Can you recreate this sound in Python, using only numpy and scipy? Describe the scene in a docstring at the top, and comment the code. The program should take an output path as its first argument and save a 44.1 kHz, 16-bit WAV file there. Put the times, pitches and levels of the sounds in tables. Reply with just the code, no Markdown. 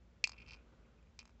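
"""A quiet room hums, and fur and bedding rustle as a hamster noses a hard food pellet in a plastic bowl.
At 0.24 s the pellet snaps against the bowl and bounces; then it is nudged, scrapes and rattles along.
A few faint scrapes follow, and at 1.19 s it clicks against the bowl's wall and bounces again.
Each hit rings the same short tones of the bowl, and the rim and the glass cage echo them."""
import sys
import numpy as np
from scipy import signal
from scipy.fft import rfft, irfft
from scipy.io import wavfile

SR = 44100
rng = np.random.default_rng(int(sys.argv[2]) if len(sys.argv) > 2 else 0)


def digitize_waveform(pressure):
    """Quantize a signal to 16-bit integers and store it at the path in sys.argv[1].

    Rows of a 2-D input are taken as channels; values are limited to [-1, 1].
    """
    field = np.atleast_2d(pressure).T
    bounded = np.clip(field, -1, 1)
    quanta = np.round(bounded * 32767).astype(np.int16)
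    wavfile.write(sys.argv[1], SR, quanta)


N = 61739

# pellet hits, before the trims below: t/s, main ring/dB, upper ring/dB, hollow knock/dB, sharp tick/dB
HITS = [(0.2404, -26, -28.5, -52.5, -36), (0.2731, -53.5, -44.5, -53, -48),
        (0.2938, -59.5, -49, -55.5, -55), (0.3182, -60, -51.5, -61.5, -66.5),
        (0.3324, -60, -63.5, -65.5, -100), (0.3426, -68, -94, -66.5, -94), (0.3639, -67, -80, -87, -100),
        (0.3782, -63, -78, -95, -104), (0.3816, -58, -65.5, -85, -92), (0.3865, -60, -71.5, -87, -93.5),
        (0.401, -57, -70, -77, -96), (0.406, -65.5, -69, -93, -92), (0.4174, -59, -82, -74, -83),
        (0.4206, -60.5, -65.5, -75, -96), (0.4271, -59, -78, -74, -90), (0.4612, -63, -81, -87, -86),
        (0.4635, -66, -68, -89, -93), (0.4744, -63, -68, -73, -80), (0.4816, -60.5, -60.5, -70, -81),
        (0.4877, -60, -59, -68.5, -94), (0.4959, -56.5, -62.5, -95, -95), (0.5079, -53, -56, -71.5, -80),
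        (0.5189, -73, -56.5, -64.5, -77), (0.5246, -60, -62.5, -65, -101), (0.5331, -53, -56, -73, -73),
        (0.542, -59, -59, -69, -86), (0.5485, -68.5, -64.5, -65, -85), (0.5609, -71, -71.5, -77, -89),
        (0.5699, -72.5, -77.5, -69.5, -96), (1.0265, -80, -94, -84, -83), (1.1906, -52.5, -48, -63, -55),
        (1.1999, -63.5, -56.5, -69, -75), (1.2082, -62, -63, -69, -89), (1.216, -62.5, -68, -77, -91),
        (1.2281, -73, -86, -67, -75), (1.2542, -70, -64.5, -65.5, -66.5), (1.276, -77, -73, -71.5, -75),
        (1.2936, -77, -78, -68.5, -82), (1.3054, -86.5, -80, -81, -87)]
# tones the bowl rings at: f/Hz, level if hit on the floor/dB, level if hit at the wall/dB, fade time/s
BOWL_TONES = [(2070, -21, -28, .035), (2437, -0.5, -3, 0.019), (2478, -22.5, -17, 0.065),
              (2638, -0.5, -1, 0.014), (2770, -22, -18, 0.0069), (3047, -14.5, -5.5, 0.014),
              (4050, -30, -4, .016), (4490, 2.5, 0, .009), (4600, -23.5, -30, 0.021),
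              (5000, 3.5, -8, 0.015), (5100, -27.5, -24.5, 0.028), (5200, -3, 10.5, 0.0027)]
# where the pellet lies: t/s, place (0 = the bowl's floor, 1 = its wall)
PELLET_PLACE = [(.35, 0), (.5, 0.7), (1.2, 1)]
# tones of the hard pellet's own tick: f/Hz, relative level/dB, fade time/s
TICK_TONES = [(6570, 0.5, .004), (7460, -0.5, 0.004)]
# pellet and paws dragged over the plastic: middle t/s, length/s, level/dB
DRAGS = [(0.366, 0.018, -71), (0.391, 0.027, -71), (0.433, 0.045, -70), (0.576, 0.09, -76.5),
         (.86, 0.049, -79.5), (0.988, 0.029, -79.5), (1.071, 0.014, -78)]
# echoes off the bowl's rim and the glass: delay/s, gain/dB, middle f/Hz, width/Hz
WALL_ECHOES = [(.00204, -0.5, 4750, 1894), (.0037, -17, 2500, 1500), (0.0094, -17.5, 2390, 1490),
               (.0120, -15, 4770, 2000), (.0200, -31.5, 2500, 1500), (.0255, -31, 2530, 2500)]
# loudness of the fur and bedding: t/s, level/dB
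RUSTLE_LEVEL = [(0, -94), (.3, -73), (0.481, -72), (.6, -70), (0.798, -74.5), (.93, -74.5), (1.05, -86.5),
                (1.4, -86.5)]
# the rustle from bass to treble: f/Hz, relative level/dB
RUSTLE_SPECTRUM = [(100, 2), (500, 6), (700, -5), (1200, -2), (1480, 1.5), (1800, -13.5), (2700, -11.5),
                   (4000, -19.5), (8000, -41.5)]
# loudness of the rumble as the hamster shifts its weight: t/s, level/dB
RUMBLE_LEVEL = [(0, -75.5), (.33, -66.5), (.42, -67), (.52, -58), (.6, -68.5), (.85, -70.5), (1.0, -74),
                (1.24, -66.5), (1.4, -86)]
# the rumble, mostly deep bass: f/Hz, relative level/dB
RUMBLE_SPECTRUM = [(30, -20), (55, 1.5), (80, -6.5), (130, -14.5), (250, -27), (600, -48.5)]
# the room's air from bass to treble: f/Hz, relative level/dB
AIR_SPECTRUM = [(25, -28), (55, 4), (100, -8), (200, -8.5), (290, -16), (550, -16), (720, -22.5),
                (2400, -29), (4500, -35.5), (7600, -39), (8300, -53.5), (10000, -79)]
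# tones of the room's hum: f/Hz, level/dB, pitch drift/Hz
HUM_TONES = [(56.9, -69, 3.2), (110.4, -79, 3.4), (182.8, -80, 3.3), (232.7, -79.5, 1.487)]

RING_TRIM_DB, UPPER_TRIM_DB, KNOCK_TRIM_DB = -0.5, -4, -0.5
SPLIT_HZ = 3700  # bowl tones above this make the upper ring
RING_RISE_S, UPPER_RISE_S, TICK_RISE_S = .00095, .00015, .0005
GRIT_DB, GRIT_FADE_S, GRIT_BAND_HZ = -3, .01, (5170, 7700)
TAIL_DB, TAIL_FADE_S, TAIL_TOP_HZ = -20, .18, 8000
AIR_DB, HUM_WAVER_DB, RUSTLE_WAVER_DB = -68, 2.5, 1.8


def pellet():
    """Each hit makes a sharp tick and a dull knock and rings the bowl; the spot hit sets the tone mix."""
    out, t = np.zeros(N), np.arange(SR // 12) / SR
    hz, floor_db, wall_db, fade_s = np.array(BOWL_TONES).T
    upper = hz > SPLIT_HZ
    tones = ringing(hz, fade_s, t, np.where(upper, UPPER_RISE_S, RING_RISE_S))
    snap_hz, snap_db, snap_fade_s = np.array(TICK_TONES).T
    snap = at_level(undb(snap_db) @ ringing(snap_hz, snap_fade_s, t, TICK_RISE_S), 0)
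    knock = band(signal.unit_impulse(len(t)), hz=1030, width_hz=800)
    grit_filter = signal.butter(2, GRIT_BAND_HZ, "band", fs=SR, output="sos")
    for start, ring_db, upper_db, knock_db, tick_db in HITS:
        place = np.interp(start, *np.array(PELLET_PLACE).T)
        scatter_db = 2 * rng.standard_normal(len(hz))  # no two hits sound quite alike
        tone_db = floor_db + place * (wall_db - floor_db) + scatter_db
        struck = tones * undb(tone_db)[:, None]
        grit = signal.sosfilt(grit_filter, rng.standard_normal(len(t)) * fade(t, GRIT_FADE_S))
        tick = snap + at_level(grit, GRIT_DB)
        hit = at_level(struck[~upper].sum(0), ring_db + RING_TRIM_DB)
        hit += at_level(struck[upper].sum(0), upper_db + UPPER_TRIM_DB)
        hit += at_level(knock, knock_db + KNOCK_TRIM_DB)
        hit += at_level(tick, tick_db)
        add(out, hit, start)
    return out


def ringing(hz, fade_s, t, rise_s):
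    """Tones that swell fast and die away, one per row; a small object gives off no bass."""
    swell = 1 - np.exp(-t / np.reshape(rise_s, (-1, 1)))
    tones = np.sin(2 * np.pi * hz[:, None] * t) * fade(t, fade_s[:, None]) * swell
    return signal.sosfilt(signal.butter(5, 1850, "high", fs=SR, output="sos"), tones)


def scrapes():
    """Short drags: grainy rubbing keeps the bowl's main tone sounding."""
    t = np.arange(N) / SR
    grains = rng.standard_normal(N) ** 3  # cubing makes the noise spiky
    rubbing = band(grains, hz=2430, width_hz=450)
    swells = sum(undb(db) * np.exp(-(2 * (t - middle) / length) ** 2) for middle, length, db in DRAGS)
    return rubbing / rubbing.std() * swells


def cage(x):
    """Close walls send back a few separate echoes, then a short blur of many: the tail."""
    out, t = x.copy(), np.arange(SR // 4) / SR
    for delay, db, hz, width_hz in WALL_ECHOES:
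        add(out, undb(db) * band(x, hz, width_hz), delay)
    tail = rng.standard_normal(len(t)) * fade(t, TAIL_FADE_S)
    tail /= np.linalg.norm(tail)
    tail = signal.sosfilt(signal.butter(1, TAIL_TOP_HZ, fs=SR, output="sos"), tail)
    add(out, undb(TAIL_DB) * signal.fftconvolve(x, tail), WALL_ECHOES[0][0])  # from the first echo on
    return out


def rustle():
    """Fur and bedding brush softly."""
    return noise(RUSTLE_SPECTRUM) * undb(curve(RUSTLE_LEVEL) + RUSTLE_WAVER_DB * drift(60))


def rumble():
    """The cage floor rumbles as the hamster leans into the bowl."""
    return noise(RUMBLE_SPECTRUM) * undb(curve(RUMBLE_LEVEL))


def room():
    """Steady background air, with a low hum that wavers in loudness and pitch."""
    hum = np.zeros(N)
    for hz, db, drift_hz in HUM_TONES:
        peak = np.sqrt(2) * undb(db + HUM_WAVER_DB * drift(16))
        pitch_hz = hz + drift_hz * drift(30)
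        hum += peak * np.sin(2 * np.pi * np.cumsum(pitch_hz) / SR)
    return undb(AIR_DB) * noise(AIR_SPECTRUM) + hum


def undb(db):
    """Turn decibels into a number to multiply by."""
    return 10 ** (np.asarray(db) / 20)


def at_level(x, db):
    """Scale a sound so that its first 5 ms have the given level."""
    return x * undb(db) / np.sqrt(np.mean(x[:int(.005 * SR)] ** 2))


def fade(t, fade_s):
    """Die away by 60 dB in each fade time."""
    return np.exp(-np.log(1000) * t / fade_s)


def add(out, sound, start):
    """Mix a sound in at a time in seconds."""
    i = int(round(start * SR))
    out[i:i + len(sound)] += sound[:len(out) - i]


def band(x, hz, width_hz):
    """Keep the part of a sound near one frequency; filtering twice makes the edges steeper."""
    b, a = signal.iirpeak(hz, hz / width_hz, fs=SR)
    return signal.lfilter(b, a, signal.lfilter(b, a, x))


def noise(spectrum):
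    """Noise of strength 1, shaped by points of f/Hz, level/dB; nothing below the first point."""
    hz, db = np.array(spectrum).T
    f = np.maximum(np.fft.rfftfreq(N, 1 / SR), 1)
    gain = undb(np.interp(np.log(f), np.log(hz), db)) * (f > hz[0])
    x = irfft(rfft(rng.standard_normal(N)) * gain, N)
    return x / x.std()


def drift(count):
    """A slow wander: straight lines through count random values of about size 1."""
    return np.interp(np.arange(N), np.linspace(0, N, count), rng.standard_normal(count))


def curve(points):
    """Join points of t/s, value with straight lines."""
    return np.interp(np.arange(N) / SR, *np.array(points).T)


def scene():
    """Pellet and scrapes echo in the cage, over rustle, rumble and the room, in one channel."""
    return (cage(pellet() + scrapes()) + rustle() + rumble() + room())[None]


def record(dry):
    """Soften the treble above 7600 Hz, then cut it steeply above 8150 Hz."""
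    soft = signal.sosfilt(signal.butter(12, 7600, fs=SR, output="sos"), dry)
    return signal.sosfilt(signal.ellip(8, .3, 70, 8150, fs=SR, output="sos"), soft)


dry = scene()
out = record(dry)
digitize_waveform(out)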